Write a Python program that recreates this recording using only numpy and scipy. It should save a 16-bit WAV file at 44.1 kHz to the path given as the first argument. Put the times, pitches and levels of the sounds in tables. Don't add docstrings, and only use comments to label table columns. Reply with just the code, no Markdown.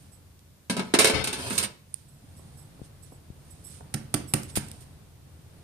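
import sys
import numpy as np
from scipy import signal
from scipy.fft import rfft, irfft
from scipy.io import wavfile
from scipy.ndimage import uniform_filter1d

SR = 44100
rng = np.random.default_rng(int(sys.argv[2]) if len(sys.argv) > 2 else 0)


def to_wav(sig):
    pcm = np.clip(np.atleast_2d(sig), -1, 1) * 32767
    pcm = np.round(pcm).astype(np.int16)
    wavfile.write(sys.argv[1], SR, pcm.T)


N = 248283
TIME_S = np.arange(N) / SR
EVENT_S = TIME_S[:SR // 2]

# start in seconds, steel level in dB, tilt in dB per octave,
# relative basin level in dB, basin centre in Hz, ring time factor.
CLASHES = [(0.6967, -23.5, 0, -18, 206, 0.44), (0.7655, -28, -2, -19, 210, 0.49),
           (.793, -24.5, -4.5, -26.5, 235, 0.29), (.938, -10, -3, -13.5, 268, 0.19),
           (.948, -16, -1.5, -31.5, 300, 0.22), (0.9871, -10.5, 0, -22.5, 485, 0.66),
           (1.0432, -11, 0, -18.5, 456, 0.39), (1.070, -18.5, 0, -41.5, 500, 0.57),
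           (1.096, -20, -2.5, -22, 436, 0.34), (1.24, -23, 1.5, -41, 290, 0.3),
           (1.272, -22.5, 0.5, -41, 274, 0.31), (1.3276, -27, 0.5, -36, 288, 0.47),
           (1.5047, -30.5, -3.5, -28, 215, 0.5), (1.578, -19.5, 4, -45, 260, 0.37)]
# start in seconds, length in seconds, scrape level in dB, tilt in dB per
# octave, basin drone level in dB, swell in dB per second, left minus right in dB.
DRAGS = [(.80, 0.14, -47, -2.5, -49, -62.5, 6), (1.126, 0.09, -27, -2.5, -30, -82.5, 12.5),
         (1.232, 0.14, -38, -2, -43.5, -7, 6), (1.372, 0.114, -38, 0.5, -39, 13, 5.5),
         (1.491, 0.15, -36, 0.5, -39, -4, -1), (1.622, 0.023, -26.5, 1, -38.5, -23.5, 2.5)]
# frequency in Hz, relative level in dB, T60 in seconds.
BASIN_MODES = [(78, -2, .3), (142, -4, .35), (186, -2, .45), (214, -2, .35), (243, -2, .35), (281, -8, .4),
               (351, -1, .55), (385, -10, .35), (437, 2, .6), (492, -11, .35), (544, -3, .6), (570, -4, .5),
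               (639, -1, .45), (679, 0, .35), (770, -9, .3), (975, 3, .45), (1290, 0, .4), (1600, 5, .4)]
TONG_MODES = [(1715, -2, .3), (2245, -7, .45), (2347, -11, .6), (3429, -10, .25), (3828, 3, .3),
              (3967, 1, .28), (4253, -8, .3), (4850, -13, .33), (5230, -10, .7), (5491, -8, .6),
              (5519, -7, .6), (6115, -11, .36), (6880, -12, .35), (7321, -13, .25), (8524, -6, .22),
              (9098, -15, .2), (9442, -14, .45), (10010, -14, .18)]
COUNTER_MODES = [(55.5, -27, 0.48), (77, -15, 0.074), (143.6, 7.5, 0.066), (171, -1, 0.041),
                 (213.7, -3.5, 0.15), (244, -5.5, 0.045), (302.1, -12.5, 0.28), (373, -17, 0.16),
                 (504, -17.5, 0.11), (563, -30.5, 0.42), (770, 6.5, 0.022), (842, -26, 0.17),
                 (1148, -18, 0.26), (1334, -6, 0.067)]
# start in seconds, level in dB, hardness as a cut-off in Hz,
# ring time factor, left minus right in dB.
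KNOCKS = [(3.9425, -21, 197, 0.95, 0), (4.141, -12.5, 470, 0.55, 0), (4.3381, -13.5, 363, 0.72, 0.5),
          (4.571, -19.5, 123, 0.9, 3)]
# start in seconds, level in dB, length in seconds.
CRACKS = [(.392, -56, 0.0023), (1.9427, -30, 0.00029), (3.940, -32.5, 0.0097), (4.1408, -25.5, 0.0077),
          (4.3374, -15, 0.0015), (4.34, -26.5, 0.0042), (4.433, -39, 0.0016), (4.555, -33.5, 0.012),
          (4.564, -32, 0.021), (4.684, -48.5, 0.0045), (4.7146, -41, 0.0025), (4.805, -58.5, .034)]
# start in seconds, level in dB,
# push time in seconds, hardness as a cut-off in Hz, left minus right in dB.
BUMPS = [(2.8165, -26, 0.0022, 520, 13), (3.302, -26.5, 0.0028, 280, 10), (4.573, -14, 0.002, 1110, 18.5)]
# peak time in seconds, relative level in dB, half length in seconds.
RUBS = [(0.015, -62, 0.089), (1.98, -62, 0.082), (2.45, -64, .25), (2.853, -57, .025), (3.07, -59, 0.042),
        (3.537, -61.5, 0.14), (3.745, -51.5, 0.066), (4.5, -46, .015), (4.71, -57.5, 0.13)]
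# start in seconds, level in dB, centre in Hz, length in seconds.
SHUFFLES = [(2.237, -51.5, 150, 0.014), (2.393, -50, 500, 0.0047), (2.441, -52, 107, 0.029),
            (2.793, -50, 330, 0.0039), (3.12, -47.5, 467, 0.007), (3.807, -43.5, 503, 0.0048)]
# start in seconds, relative level in dB, length in seconds.
CHIRPS = [(0.114, -51, 0.049), (2.075, -59.5, 0.1), (2.364, -51, 0.046), (2.565, -48.5, 0.072),
          (3.023, -44.5, 0.026), (3.105, -54, 0.055), (3.499, -45.5, 0.033), (3.635, -43.5, 0.087),
          (4.272, -40, 0.049), (4.424, -42.5, 0.036), (4.51, -52, 0.18)]
# frequency in Hz, width in Hz, relative level in dB.
MOTOR_BANDS = [(5420, 97, -15.5), (8010, 50, -6), (10530, 420, -10), (11570, 260, -11), (13200, 530, -11)]
# time in seconds, relative level in dB.
MOVEMENT_DB = [(0, -0.5), (.5, -5.5), (1.95, -5.5), (2.4, 2), (2.8, 2), (3.1, -0.5), (3.75, 2), (4.7, 6),
               (5.15, -2), (5.6, 1.5)]
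# frequency in Hz, gain in dB.
STEEL_EQ_DB = [(100, -1.5), (300, 10), (600, 4.5), (850, 1), (1000, 4), (1150, 3), (1700, 4), (1950, 5.5),
               (2300, 5.5), (3000, 3), (3900, 2), (7000, -1), (10000, -4.5), (14000, -6)]
CRACK_EQ_DB = [(200, 11), (800, -1), (2000, 7.5), (4000, 4.5), (7000, 4), (9000, 2.5), (11000, 3),
               (14000, 6)]
RUB_EQ_DB = [(500, -3), (2500, 7.5), (5000, 8), (9000, 6.5), (14000, -4)]
RUMBLE_EQ_DB = [(20, -22), (40, -13), (62, -6), (88, 2.5), (110, -4.5), (140, 1), (190, -10), (300, -16),
                (600, -30.5), (2000, -35), (8000, -61.5)]
RUSTLE_EQ_DB = [(100, -3.5), (350, -4), (700, -4), (1400, -10), (3000, -16.5), (6000, -20.5),
                (14000, -26.5)]
ROOM_EQ_DB = [(100, -7.5), (300, -3), (1000, -0.5), (3000, -11), (6000, -9), (9000, -12), (14000, -13)]
# frequency in Hz, T60 in seconds.
STEEL_T60_S = [(200, 0.22), (1500, 0.45), (4000, 0.43), (9000, 0.28), (14000, 0.26)]
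ROOM_T60_S = [(100, 0.58), (400, 0.39), (1000, 0.34), (3000, 0.43), (8000, 0.29), (14000, 0.24)]
# frequency in Hz, left-right correlation.
MIC_CORRELATION = [(40, 1), (130, 0.95), (300, 0.68), (700, 0.24), (1500, 0.24), (3000, 0), (14000, 0.28)]
# frequency in Hz, gain in dB.
LEFT_MIC_DB = [(60, 2.5), (200, -0.5), (500, -1), (1000, -5.5), (2000, -3.5), (3800, 2), (5300, 1.5),
               (6200, -8), (7500, -12), (9000, -48.5), (14000, -58.5)]
RIGHT_MIC_DB = [(60, 2), (200, 2.5), (500, 3), (1000, 1.5), (3000, -1), (5000, 0.5), (6800, 4), (7700, 5),
                (8600, 14), (9300, 16), (10300, 7), (11500, 3.5), (14000, -1.5)]


def clashes(ripple, basin_trim_db=-4, highpass_hz=110, chatter_s=0.0022, side_db=4):
    out = np.zeros((2, N))
    for start_s, steel_db, tilt_db_oct, basin_db, centre_hz, ring in CLASHES:
        clang = amp(steel_db) * tilted(sheet_steel(ripple, ring) + tongs(ring), tilt_db_oct)
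        boom = amp(basin_db + basin_trim_db) * basin(centre_hz, ring)
        add(out, start_s, (clang + boom) * np.minimum(EVENT_S / chatter_s, 1))
    return pan(side_db) * butterworth(out, highpass_hz, "high")


def sheet_ripple(ripple_db=3.3, smooth_bins=24):
    peaks = unit(uniform_filter1d(rng.standard_normal(SR // 4 + 1), smooth_bins))
    return unit(amp(ripple_db * peaks.clip(-2, 2)))


def sheet_steel(ripple, ring):
    modes = irfft(rfft(stereo_noise(len(EVENT_S))) * ripple)
    return colour(decay(modes, STEEL_T60_S, ring), STEEL_EQ_DB)


def tongs(ring, level_db=-16):
    phases_rad = rng.uniform(0, 2 * np.pi, (2, 1, len(TONG_MODES)))
    return amp(level_db) * ringing(TONG_MODES, ring=ring, phases_rad=phases_rad)


def basin(centre_hz, ring, width_oct=0.55, upper_db=-16, hz_per_rad=550):
    hz = np.transpose(BASIN_MODES)[0]
    near = 1 / (1 + (np.log2(hz / centre_hz) / width_oct) ** 4)
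    gains = np.maximum(near, amp(upper_db) * (hz > centre_hz))
    shared_rad = rng.uniform(0, 2 * np.pi, len(hz))
    skew_rad = rng.uniform(-1.3, 1, (2, 1, len(hz))) * hz / hz_per_rad
    return ringing(BASIN_MODES, gains, ring, shared_rad + skew_rad, rise_cycles=0.25)


def drags(ripple, attack_s=0.006, release_s=0.0044, highpass_hz=65):
    out, t = np.zeros((2, N)), EVENT_S
    for start_s, length_s, scrape_db, tilt_db_oct, drone_db, swell_db_per_s, side_db in DRAGS:
        pressure = np.minimum(t / attack_s, 1) * amp(swell_db_per_s * np.minimum(t, length_s))
        release = np.exp(-np.maximum(t - length_s, 0) / release_s)
        slips = grains(len(t), per_s=1400, spread_db=3) * pressure * release
        drone = basin(centre_hz=140, ring=0.22, width_oct=1.0, upper_db=-12)
        drone = unit(butterworth(drone, highpass_hz, "high"))
        scrape = tilted(unit(sheet_steel(ripple, ring=0.26)), tilt_db_oct)
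        body = amp(scrape_db) * scrape + amp(drone_db) * drone
        add(out, start_s, pan(side_db) * convolve(slips, body / np.sqrt(len(t))))
    return out


def knocks(spot_spread_db=2):
    out = np.zeros((2, N))
    hz = np.transpose(COUNTER_MODES)[0]
    signs = (-1) ** np.arange(len(hz))
    for start_s, level_db, cutoff_hz, ring, side_db in KNOCKS:
        spot = amp(spot_spread_db * rng.standard_normal(len(hz)))
        gains = spot * signs / np.hypot(1, hz / cutoff_hz)
        thud = ringing(COUNTER_MODES, gains, ring, rise_cycles=0.87)
        add(out, start_s, amp(level_db) * pan(side_db) * thud)
    return out


def cracks(big_energy_db=-38, big_edge_hz=330, small_edge_hz=2780, db_per_oct=9.5, side_db=0.5):
    out, t = np.zeros((2, N)), TIME_S[:4096]
    for start_s, level_db, length_s in CRACKS:
        window = np.exp(-(t / length_s) ** 4)
        snaps = np.array([grains(len(t), per_s=9000, spread_db=4.5) * window for _ in range(2)])
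        snaps *= np.sqrt(length_s * SR) / (np.linalg.norm(snaps, axis=1, keepdims=True) + 1e-9)
        energy_db = level_db + 10 * np.log10(length_s)
        shift_oct = max(big_energy_db - energy_db, 0) / db_per_oct
        edge_hz = min(big_edge_hz * 2 ** shift_oct, small_edge_hz)
        add(out, start_s, amp(level_db) * colour(butterworth(snaps, edge_hz, "high"), CRACK_EQ_DB))
    return pan(side_db) * out


def ringing_tick(start_s=1.9418, level_db=-19.5, mic_ring_hz=9200, t60_s=0.0047):
    out = np.zeros((2, N))
    add(out, start_s, ringing([(mic_ring_hz, level_db, t60_s)], rise_cycles=4))
    return out


def bumps(tick_db=-28, highpass_hz=75):
    out = np.zeros((2, N))
    for start_s, level_db, push_s, cutoff_hz, side_db in BUMPS:
        progress = TIME_S[:SR // 10] / push_s
        push = (progress - 1) * np.exp(-progress)
        bump = butterworth(push, cutoff_hz, "low") + amp(tick_db) * push
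        add(out, start_s, amp(level_db) * pan(side_db) * bump)
    return butterworth(out, highpass_hz, "high")


def rubs(trim_db=-4):
    pressure = sum(amp(db) * np.exp(-((TIME_S - peak_s) / half_s) ** 2) for peak_s, db, half_s in RUBS)
    grit = np.array([grains(N, per_s=4000, spread_db=1.4) for _ in range(2)])
    return amp(trim_db) * pressure * unit(colour(grit, RUB_EQ_DB))


def shuffles(side_db=3, rise_s=0.0005):
    out, t = np.zeros((2, N)), TIME_S[:8192]
    for start_s, level_db, centre_hz, length_s in SHUFFLES:
        burst = stereo_noise(len(t)) * pulse(t, rise_s, length_s)
        puff = butterworth(burst, [centre_hz / 2, centre_hz * 2], "band", order=3)
        puff *= np.sqrt(length_s * SR / np.mean(np.sum(puff ** 2, 1)))
        add(out, start_s, amp(level_db) * pan(side_db) * puff)
    return out


def focus_motor(trim_db=-3, rise_s=0.014):
    drive = np.zeros((2, N))
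    for start_s, level_db, length_s in CHIRPS:
        add(drive, start_s, amp(level_db) * pulse(EVENT_S, rise_s, length_s))
    noise = stereo_noise(N)
    whine = sum(amp(db) * unit(signal.lfilter(*signal.iirpeak(hz, hz / width_hz, SR), noise))
                for hz, width_hz, db in MOTOR_BANDS)
    return amp(trim_db) * drive * whine


def background(rumble_db=-53, rustle_db=-61, rumble_follow=0.85):
    movement_db = np.interp(TIME_S, *np.transpose(MOVEMENT_DB))
    rumble = pan(side_db=1) * unit(colour(stereo_noise(N), RUMBLE_EQ_DB))
    rustle = pan(side_db=5) * unit(colour(stereo_noise(N), RUSTLE_EQ_DB))
    return amp(rumble_db + rumble_follow * movement_db) * rumble + amp(rustle_db + movement_db) * rustle


def kitchen_echo(x, predelay_s=0.006):
    tail = decay(stereo_noise(len(EVENT_S)), ROOM_T60_S) * (EVENT_S > predelay_s)
    return convolve(x, colour(tail / np.linalg.norm(tail[0]), ROOM_EQ_DB))


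def ringing(modes, gains=1, ring=1, phases_rad=0, rise_cycles=0.073):
    hz, db, t60_s = np.transpose(modes)
    t = EVENT_S[:, None]
    rise = 1 - np.exp(-t * hz / rise_cycles)
    fall = np.exp(-np.log(1000) * t / (t60_s * ring))
    return (gains * amp(db) * rise * fall * np.sin(2 * np.pi * hz * t + phases_rad)).sum(-1)


def grains(count, per_s, spread_db):
    sizes = amp(spread_db * np.minimum(rng.exponential(1, count), 4))
    signs = rng.choice([-1, 1], count)
    return unit(sizes * signs * (rng.random(count) < per_s / SR))


def stereo_noise(count):
    left, other = rfft(rng.standard_normal((2, count)))
    correlation = np.clip(lookup(MIC_CORRELATION, np.fft.rfftfreq(count, 1 / SR)), -1, 1)
    right = correlation * left + np.sqrt(1 - correlation ** 2) * other
    return irfft(np.array([left, right]), count)


def pulse(t, rise_s, length_s):
    return np.minimum(t / rise_s, 1) * np.exp(-(t / length_s) ** 2)


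def decay(x, t60_table, ring=1, size=256):
    hz, t, bands = signal.stft(x, SR, nperseg=size)
    loss = np.exp(-np.log(1000) * t / (ring * lookup(t60_table, hz)[:, None]))
    return signal.istft(bands * loss, SR, nperseg=size)[1][:, :x.shape[1]]


def tilted(x, tilt_db_oct):
    return colour(x, [(hz, tilt_db_oct * np.log2(hz / 3000)) for hz in (750, 12000)])


def colour(x, eq_db, size=4096):
    log_gain = np.log(amp(lookup(eq_db, abs(np.fft.fftfreq(size, 1 / SR)))))
    spectrum = np.exp(np.conj(signal.hilbert(log_gain)))
    return convolve(x, np.fft.ifft(spectrum).real[:size // 2])


def butterworth(x, edge_hz, kind, order=2):
    return signal.lfilter(*signal.butter(order, edge_hz, kind, fs=SR), x)


def convolve(x, response):
    return signal.fftconvolve(np.atleast_2d(x), np.atleast_2d(response), axes=1)[:, :x.shape[-1]]


def lookup(table, hz):
    table_hz, values = np.transpose(table)
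    return np.interp(np.log(hz + 1), np.log(table_hz + 1), values)


def add(mix, start_s, sound):
    part = mix[:, max(round(start_s * SR), 0):][:, :sound.shape[-1]]
    part += sound[..., :part.shape[1]]


def pan(side_db):
    return amp(np.array([[side_db], [-side_db]]) / 2)


def amp(db):
    return 10 ** (np.asarray(db) / 20)


def unit(x):
    return x / np.sqrt(np.mean(x ** 2) + 1e-20)


def scene(sink_send_db=-6, thud_send_db=-5):
    ripple = sheet_ripple()
    sink = clashes(ripple) + drags(ripple)
    thuds = knocks() + shuffles()
    skin = cracks()
    echo = kitchen_echo(amp(sink_send_db) * sink + amp(thud_send_db) * thuds + skin)
    return sink + thuds + skin + echo + ringing_tick() + bumps() + rubs() + focus_motor() + background()


def record(dry, left_limit=0.34, hiss_db=-63, full_scale=0.92, edge_hz=14650):
    left = left_limit * np.tanh(colour(dry[0], LEFT_MIC_DB) / left_limit)
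    right = colour(dry[1], RIGHT_MIC_DB)
    both = np.vstack([left, right]) + amp(hiss_db) * rng.standard_normal((2, N))
    lowpass = signal.firwin(401, edge_hz, window=("kaiser", 8), fs=SR)
    return signal.oaconvolve(np.clip(both, -full_scale, full_scale), lowpass[None], "same")


dry = scene()
out = record(dry)
to_wav(out)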